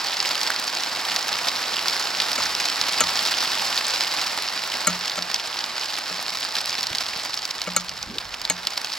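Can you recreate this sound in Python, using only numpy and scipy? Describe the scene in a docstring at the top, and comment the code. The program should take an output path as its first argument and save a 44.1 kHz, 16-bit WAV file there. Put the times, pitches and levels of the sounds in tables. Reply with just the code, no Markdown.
"""Pigeon flock taking off

A large flock of pigeons bursts out of crates on a van in an open field, some metres from a camera on a stand.
Wing strokes and slaps are overlapping bursts of noise; near wing claps are short pops with a snap and a flutter.
Now and then something knocks the camera: its stand and shell ring as fading sine waves under a noisy rattle.
Stirred air on its two microphone ports is low noise, with three puffs and one rising whoosh.
"""
import sys
import numpy as np
from scipy import signal
from scipy.fft import rfft, irfft, next_fast_len
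from scipy.io import wavfile
from scipy.ndimage import uniform_filter1d

SR = 44100
rng = np.random.default_rng(int(sys.argv[2]) if len(sys.argv) > 2 else 0)


def persist_wave(psi):
    """Save psi, clipped to +-1, as 16-bit WAV."""
    counts = np.round(np.clip(psi, -1, 1) * 32767).astype(np.int16)
    wavfile.write(sys.argv[1], SR, np.atleast_2d(counts).T)


N = 396018  # samples, about 9 s


def undb(db):
    """Turn decibels into a plain gain."""
    return 10 ** (np.asarray(db) / 20)


def unit(x):
    """Scale a signal to an average (RMS) level of 1."""
    return x / np.sqrt(np.mean(x ** 2))


def curve(table):
    """Draw straight lines between the rows of a time table: each column at every sample."""
    s, *columns = np.transpose(table)
    return [np.interp(np.arange(N) / SR, s, column) for column in columns]


def along(table, hz):
    """Read a frequency table at any pitch, with straight lines on a logarithmic pitch scale."""
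    table_hz, value = np.transpose(table)
    return np.interp(np.log(hz + 1), np.log(table_hz + 1), value)


def colour(table, size=2048):
    """Make a filter of energy 1 with the table's tone colour and no sound before its cause."""
    log_gain = np.log(undb(along(table, np.arange(size // 2 + 1) * SR / size)))
    # folding the cepstrum moves all of the response after time zero
    cepstrum = irfft(log_gain)
    cepstrum[1:size // 2] *= 2
    cepstrum[size // 2 + 1:] = 0
    response = irfft(np.exp(rfft(cepstrum)))
    return response / np.sqrt(np.sum(response ** 2))


def band(x, lo_hz, hi_hz):
    """Keep only the pitches between two limits."""
    return signal.sosfilt(signal.butter(2, [lo_hz, hi_hz], "bandpass", fs=SR, output="sos"), x)


def bands(low, middle, high, body_hz=2400, snap_hz=6800):
    """Join body, middle and snap of a wing sound, crossfaded so that equal parts add up flat."""
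    hz = np.arange(N // 2 + 1) * SR / N
    body = 1 / (1 + (hz / body_hz) ** 3)
    snap = 1 - 1 / (1 + (hz / snap_hz) ** 8)
    return irfft(body * rfft(low) + (1 - body - snap) * rfft(middle) + snap * rfft(high), N)


def scatter(rate, spread_db, colour_db):
    """Random onsets, a few loud among many weak; each has its own body, middle and snap."""
    chance = rng.random((int(rate * N / SR), 2))
    loudness_db = -spread_db * np.log(1 - .98 * chance[:, 1])
    size = undb(loudness_db + colour_db * rng.standard_normal((len(chance), 3)).T)
    place = (chance[:, 0] * N).astype(int)
    return np.array([np.bincount(place, part, N) for part in size])


def puff(onsets, rise_s, fall_s):
    """A burst of air from each onset: its loudness rises, then dies away."""
    t = np.arange(int(8 * fall_s * SR) + 8) / SR
    shape = (1 - np.exp(-t / rise_s)) * np.exp(-t / fall_s)
    return np.abs(signal.oaconvolve(onsets, shape[None])[:, :N])


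def smooth(x, length_s):
    """Average twice over a short window, so that noise becomes a slow wander."""
    length = int(length_s * SR)
    return uniform_filter1d(uniform_filter1d(x, length), length)


SURGE_DB, SURGE_S = 0.62, 0.023  # groups of birds leave together: depth and length of the surges

# The crowd of wings over time:
# (time [s], rush level [dB], deep part against the rush [dB], snap against the rush [dB],
#  how far single wing tips stand out [dB])
FLOCK_OVER_TIME = [(0.0, -26.5, 0, -1.5, 2.5), (0.92, -28, 2, 0.5, 0.5), (2.4, -26, 1, 0.5, -1),
                   (3.55, -24.5, 0, 0, 1), (5.1, -30, 1.5, -1, 0.5), (6.65, -30.5, 0, -1.5, 4.5),
                   (7.18, -30.5, -0.5, -2, 2.5), (8.2, -40, 4.5, 0, 3.5), (8.5, -36.5, 4.5, -1, 1),
                   (8.98, -32.5, -0.5, 1, 4)]


def flock():
    """Far wing tips clap in thin cracks; strokes, slaps and a distant blur shape the rush of air."""
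    rush_db, deep_db, snap_db, tips_db = curve(FLOCK_OVER_TIME)
    strokes = unit(puff(scatter(110, 0.96, 3.0), 0.0029, 0.0033))
    tip_onsets = scatter(170, 2.73, 4.45) * undb([[-6], [0], [0]])  # wing tips clap thin
    slaps = unit(puff(tip_onsets, 0.00019, 0.0013))
    # distance dulls the blur, so single wings stand out more in the treble
    blur_db = np.array([[-1.5], [-5.5], [-5.5]])
    stroke_power = undb(-7.5) ** 2 * strokes ** 2
    slap_power = undb(tips_db - 9.5) ** 2 * slaps ** 2
    power = stroke_power + slap_power + undb(blur_db) ** 2
    surge = unit(smooth(rng.standard_normal(N), SURGE_S))
    gain = undb(rush_db + SURGE_DB * surge + np.array([deep_db, 0 * deep_db, snap_db]))
    far_crack = gain * undb(tips_db - 8.5) * unit(tip_onsets)
    rush = gain * np.sqrt(power / power.mean(axis=1, keepdims=True))
    return far_crack, rush


# other near claps fall by chance: level over the rush and its range; snap; pitch and its spread
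STRAY_CLAPS, STRAY_OVER_DB, STRAY_RANGE_DB = 200, 14, 2.5
STRAY_SNAP_DB, STRAY_HZ, STRAY_OCT = -27.5, 4240, 0.41
CLAP_CYCLES, CLAP_LATE_S = 1.13, 0.001205  # basic width of a pop; from the listed time to its middle
SNAP_DB, FLUTTER_DB = 23, -7  # added to every snap; added to every flutter

# The loudest near wing claps:
# (time [s], level [dB], pitch [Hz], snap against the level, before the common boost [dB])
NEAR_CLAPS = [(0.1685, -9, 4870, -30), (0.2897, -9, 5120, -21), (0.431, -8, 5270, -20),
              (0.5026, -9.5, 1490, -14), (0.8345, -7.5, 4470, -25), (1.161, -4, 5020, -22),
              (1.281, -9.5, 4240, -17), (1.3274, -8, 4440, -26), (1.484, -4, 4970, -26),
              (1.882, -3.5, 4860, -22), (2.2003, -3, 4140, -29), (2.3303, -7.5, 5030, -28),
              (2.4039, -16.5, 1040, -24), (2.6549, -7.5, 5300, -32), (2.8125, -2, 4820, -28),
              (3.037, -11, 4560, -27), (3.2515, -7, 4540, -23), (3.2715, -10, 5100, -21),
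              (3.3833, -8, 4410, -27), (3.7758, -4.5, 4340, -26), (4.0028, -15, 4970, -22),
              (4.4218, -9.5, 4690, -18), (5.0554, -13.5, 4800, -27), (5.0789, -14, 5220, -26),
              (5.0965, -8, 4830, -28), (5.2225, -8, 4740, -28), (5.3423, -5, 5370, -24),
              (5.5894, -11, 4410, -31), (6.5532, -8.5, 3880, -21), (6.694, -8.5, 5060, -31),
              (6.829, -8, 4580, -21), (6.8683, -7.5, 4770, -24), (6.9541, -10, 4700, -24),
              (6.983, -6.5, 4560, -26), (7.3404, -9, 4600, -23), (7.374, -10, 5130, -30),
              (7.452, -9.5, 5050, -21), (7.508, -9.5, 5100, -27), (7.6163, -7.5, 4880, -27),
              (7.8922, -12, 5070, -25), (8.0272, -10.5, 5100, -25), (8.1827, -9.5, 3850, -26),
              (8.3409, -14, 2980, -34), (8.415, -13.5, 4470, -21), (8.4506, -8, 4170, -25),
              (8.6697, -3.5, 4350, -22), (8.7753, -7, 4480, -20), (8.845, -8.5, 4950, -25)]


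def claps():
    """Wing tips meet: a pop of a few cycles at its own pitch, a thin snap, then a short flutter."""
    pick = rng.standard_normal((STRAY_CLAPS, 3)).T
    when = rng.random(STRAY_CLAPS) * (N / SR - .01)
    rush_db = curve(FLOCK_OVER_TIME)[0][(when * SR).astype(int)]
    stray_db = rush_db + STRAY_OVER_DB + STRAY_RANGE_DB * pick[0] / 2
    stray = [when, stray_db, STRAY_HZ * 2 ** (STRAY_OCT * pick[1]), STRAY_SNAP_DB + 4 * pick[2]]
    s, level_db, hz, snap_db = np.hstack([np.transpose(NEAR_CLAPS), stray])

    chance = rng.standard_normal((len(s), 2)).T
    centre = ((s + CLAP_LATE_S) * SR).astype(int)
    reach = np.arange(-100, 200)  # samples around the middle of a pop
    turns = reach * hz[:, None] / SR
    # a pop swells faster than it fades
    width = CLAP_CYCLES * undb(2 * chance[:1].T) * np.where(turns < 0, .6, 1.3)
    swell = undb(level_db)[:, None] * np.exp(-(turns / width) ** 2)
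    pop = np.zeros(N + 200)
    np.add.at(pop, centre[:, None] + reach, swell * np.cos(2 * np.pi * turns + chance[1:].T))

    onsets = np.zeros((3, N))  # body, middle, snap
    body_db = -8 - 6 * np.log2(hz / 3000)  # higher claps have less body
    onsets[:, centre] = undb(level_db + np.array([body_db, 0 * s, snap_db + SNAP_DB]))
    crack = onsets * [[1.5], [0], [2.2]]
    flutter = undb(FLUTTER_DB) * puff(onsets, 0.0003, 0.0023)
    return pop[:N], crack, flutter


SWAY_HZ, STAND_HZ, THUD_HZ, SHELL_HZ, CRACK_HZ = 78, 180, 310, 1300, 8000
SWAY_DB = -6.5  # the stand sways with the thud
CRACK_DB, CRACK_S = 4.5, 0.0013  # a hard blow cracks: over the shell's ring at CRACK_HZ; fall time
CLACK_OCT, REBOUND_S = 0.23, .0035  # width of the clack about SHELL_HZ; delay of the rebound
RATTLE_TOP_HZ, RATTLE_OCT_PER_DB = 3500, .2  # a softer blow rattles duller
CHATTER_DB, CHATTER_S = 2.5, .003  # loose parts make the shell's rings waver

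# Ringing tones of stand and shell: (pitch [Hz], relative level [dB], time to fall by 60 dB [s])
STAND_AND_SHELL = [(43.6, -17, 0.83), (78.2, -8.5, 0.66), (178, 9, 0.38), (200, 5.5, 0.1),
                   (269, 6.5, 0.068), (340, 5, 0.037), (476, 2.5, 0.039), (613, 0, 0.05),
                   (860, -7.5, 0.032), (1200, -12.5, 0.17), (1323, 5.5, 0.078), (2208, 4, 0.052),
                   (2950, 3, 0.03), (4220, 1, 0.051), (6610, 0.5, 0.086), (7350, 11.5, 0.014),
                   (7760, 10, 0.0091)]
# Knocks on the camera, levels relative:
# (time [s], rattle [dB], thud [dB], ring of the stand [dB], ring of the shell [dB],
#  hardness [dB per octave], extra clack [dB], rebound against the blow [dB])
CAMERA_KNOCKS = [(2.378, -22, -34, -55, -29.5, -2.5, 2, -7), (3.005, -12.5, -33, -44.5, -25, 1, 8, -6),
                 (4.87, -19.5, -38, -33, -27, 2, 6.5, 0), (5.176, -31, -42, -43, -32, -4, 3.5, -5),
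                 (6.106, -39, -52, -47, -41, -6, 4, -7), (7.671, -22, -49, -38.5, -31.5, -4.5, -1, -4),
                 (7.763, -20, -42, -38.5, -29.5, 3.5, 4.5, -7), (8.498, -15, -37, -41, -24, 1, -6, -10.5)]


def knocks():
    """Each blow, with a rebound, rings the same tones; a harder blow rings the shell brighter and cracks."""
    out, t = np.zeros((2, N + SR)), np.arange(SR) / SR
    hz, tone_db, t60 = (column[:, None] for column in np.transpose(STAND_AND_SHELL))
    # the shell shakes the ports further out of step in the treble
    lag = np.minimum(0.39 + hz / 6000, 1.6)  # radians
    for s, rattle_db, thud_db, stand_db, shell_db, hard_db, clack_db, rebound_db in CAMERA_KNOCKS:
        chance = rng.standard_normal((len(STAND_AND_SHELL), 2))

        def bright_db(f):
            """Shell level at a pitch: hardness tilts it about SHELL_HZ."""
            return shell_db + hard_db * np.log2(f / SHELL_HZ)

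        low_db = np.interp(np.log(hz), np.log([SWAY_HZ, STAND_HZ, THUD_HZ]),
                           [SWAY_DB + thud_db, stand_db, thud_db])
        clack = clack_db * np.exp(-(np.log2(hz / SHELL_HZ) / CLACK_OCT) ** 2)
        blow_db = np.where(hz < 1.3 * THUD_HZ, low_db, bright_db(hz) + clack)
        gain = undb(tone_db + blow_db + 1.1 * chance[:, :1])
        # each tone takes a cycle or two to get going
        envelope = gain * np.exp(-np.log(1000) * t / t60) * (1 - np.exp(-t * hz / 1.12))
        steps = rng.standard_normal((len(STAND_AND_SHELL), int(1 / CHATTER_S) + 2))
        waver = np.array([np.interp(t / CHATTER_S, np.arange(len(row)), row) for row in steps])
        envelope *= undb(CHATTER_DB * (hz > THUD_HZ) * waver)
        phase = 2 * np.pi * hz * (1 + .0005 * chance[:, 1:]) * t

        rattle_top_hz = RATTLE_TOP_HZ * 2 ** (RATTLE_OCT_PER_DB * hard_db)
        rattle_noise = band(rng.standard_normal(SR), 150, rattle_top_hz)
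        rattle = undb(rattle_db) * np.exp(-t / 0.0078) * rattle_noise
        crack_noise = band(rng.standard_normal(SR), 5200, 14000)
        rattle += undb(bright_db(CRACK_HZ) + CRACK_DB) * np.exp(-t / CRACK_S) * crack_noise

        left = (envelope * np.sin(phase)).sum(0) + rattle
        right = undb(-1.0) * ((envelope * np.sin(phase - lag)).sum(0) + rattle)
        blow = undb(3.5) * np.array([left, right])
        rebound = np.pad(blow, ((0, 0), (int(REBOUND_S * SR), 0)))[:, :SR]
        start = int((s + 0.001106) * SR)
        out[:, start:start + SR] += blow + undb(rebound_db) * rebound
    return out[:, :N]


# one whoosh: start, level, pitch at the start, climb; length, fade at both ends
WHOOSH_S, WHOOSH_DB, WHOOSH_HZ, WHOOSH_OCT_PER_S = 8.075, -40.5, 177, 13
WHOOSH_HOLD_S, WHOOSH_EDGE_DB_PER_S = .1, 613
PUFF_RISE_S, PUFF_FALL_S = 0.0035, 0.0065

# Air on the ports: (time [s], buffeting level [dB], deepest rumble level [dB])
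AIR_OVER_TIME = [(0, -76, -80), (2.5, -65, -76), (4.5, -64, -72), (6.3, -66, -73), (6.95, -56, -70),
                 (7.5, -63, -65), (8.1, -49.5, -56), (8.35, -56, -53), (8.6, -63, -64), (8.98, -63, -70)]
# Single puffs of air on the ports: (time [s], relative level [dB])
AIR_PUFFS = [(6.908, -28), (6.937, -35), (7.16, -31)]


def air():
    """Low noise buffets the ports unequally over a common rumble, with a few puffs and one rising whoosh."""
    mid, side = (unit(band(rng.standard_normal(N), 65, 176)) for _ in range(2))
    deep = unit(band(rng.standard_normal(N), 35, 63))
    buffet_db, deep_db = curve(AIR_OVER_TIME)
    buffeting = undb(buffet_db) * (mid + 0.85 * side * np.array([[1], [-1]]))
    rumble = undb(deep_db) * deep

    # the whoosh is a narrow band of noise: a climbing tone that wanders in strength and phase
    t = np.arange(N) / SR - WHOOSH_S
    hz = WHOOSH_HZ * 2 ** (WHOOSH_OCT_PER_S * np.clip(t, -WHOOSH_HOLD_S, WHOOSH_HOLD_S))
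    outside_s = np.maximum(0, np.maximum(-t, t - WHOOSH_HOLD_S))
    whoosh_db = WHOOSH_DB - WHOOSH_EDGE_DB_PER_S * outside_s
    slow = unit(smooth(rng.standard_normal((2, N)), 0.0032))
    phase = 2 * np.pi * np.cumsum(hz) / SR
    whoosh = undb(whoosh_db) * (slow[0] * np.cos(phase) + slow[1] * np.sin(phase))

    onsets = np.zeros((1, N))
    onsets[0, [int(s * SR) for s, _ in AIR_PUFFS]] = undb([db for _, db in AIR_PUFFS])
    puffs = unit(band(rng.standard_normal(N), 80, 290)) * puff(onsets, PUFF_RISE_S, PUFF_FALL_S)
    return puffs + buffeting + rumble + whoosh


# Colour of the wings as the camera hears them: (pitch [Hz], relative level [dB])
WING_COLOUR = [(40, -32), (150, -16.5), (260, -12.5), (450, -12.5), (820, -3), (2000, -4.5), (3300, -5.5),
               (4900, 0), (5500, -3.5), (6300, -13.5), (7800, -13), (9000, -23.5), (11000, -20),
               (12700, -26.5), (16000, -25.5)]
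# Colour of what differs between the ports: (pitch [Hz], relative level [dB])
PORT_DIFFERENCE = [(40, -40), (90, -25), (170, -10), (400, -7), (800, -4), (2200, -4), (5000, -1),
                   (6500, -5.5), (7900, -7), (10000, -18.5), (16000, -19.5)]
# How far the left port leads: (pitch [Hz], lead [radians])
LEFT_LEAD = [(300, .2), (800, .5), (3100, .3), (5900, .8), (7000, 0), (8300, -2), (9700, 0)]
# Balance of the ports: (pitch [Hz], left minus right [dB])
LEFT_TILT = [(60, -1), (200, -4.5), (500, -9), (1200, -3), (2400, -3), (5000, -2), (9000, 2)]


def scene():
    """Wings reach both ports with a small lead and tilt; knocks and air act on the camera itself."""
    pop, crack, flutter = claps()
    far_crack, rush = flock()
    envelope = np.sqrt(rush ** 2 + flutter ** 2)
    wings = bands(*(envelope * rng.standard_normal(N) + crack + far_crack))
    mid = signal.oaconvolve(wings, colour(WING_COLOUR))[:N] + pop
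    apart = bands(*(envelope * rng.standard_normal(N)))
    side = signal.oaconvolve(apart, colour(PORT_DIFFERENCE))[:N]
    # the two ports hear the common sound with their own level and lag: half the difference each
    size = next_fast_len(N)
    hz = np.arange(size // 2 + 1) * SR / size
    half = undb(along(LEFT_TILT, hz) / 2) * np.exp(.5j * along(LEFT_LEAD, hz))
    ports = irfft(rfft(mid, size) * np.array([half, 1 / half]), size)[:, :N]
    return ports + undb(-10.5) * side * np.array([[1], [-1]]) + knocks() + air()


TOP_HZ = 15800


def record(dry):
    """The camera clips the loudest peaks and cuts the treble above TOP_HZ."""
    clipped = np.clip(dry, -.93, .93)
    return signal.sosfilt(signal.ellip(8, .2, 60, TOP_HZ, fs=SR, output="sos"), clipped)


dry = scene()
out = record(dry)
persist_wave(out)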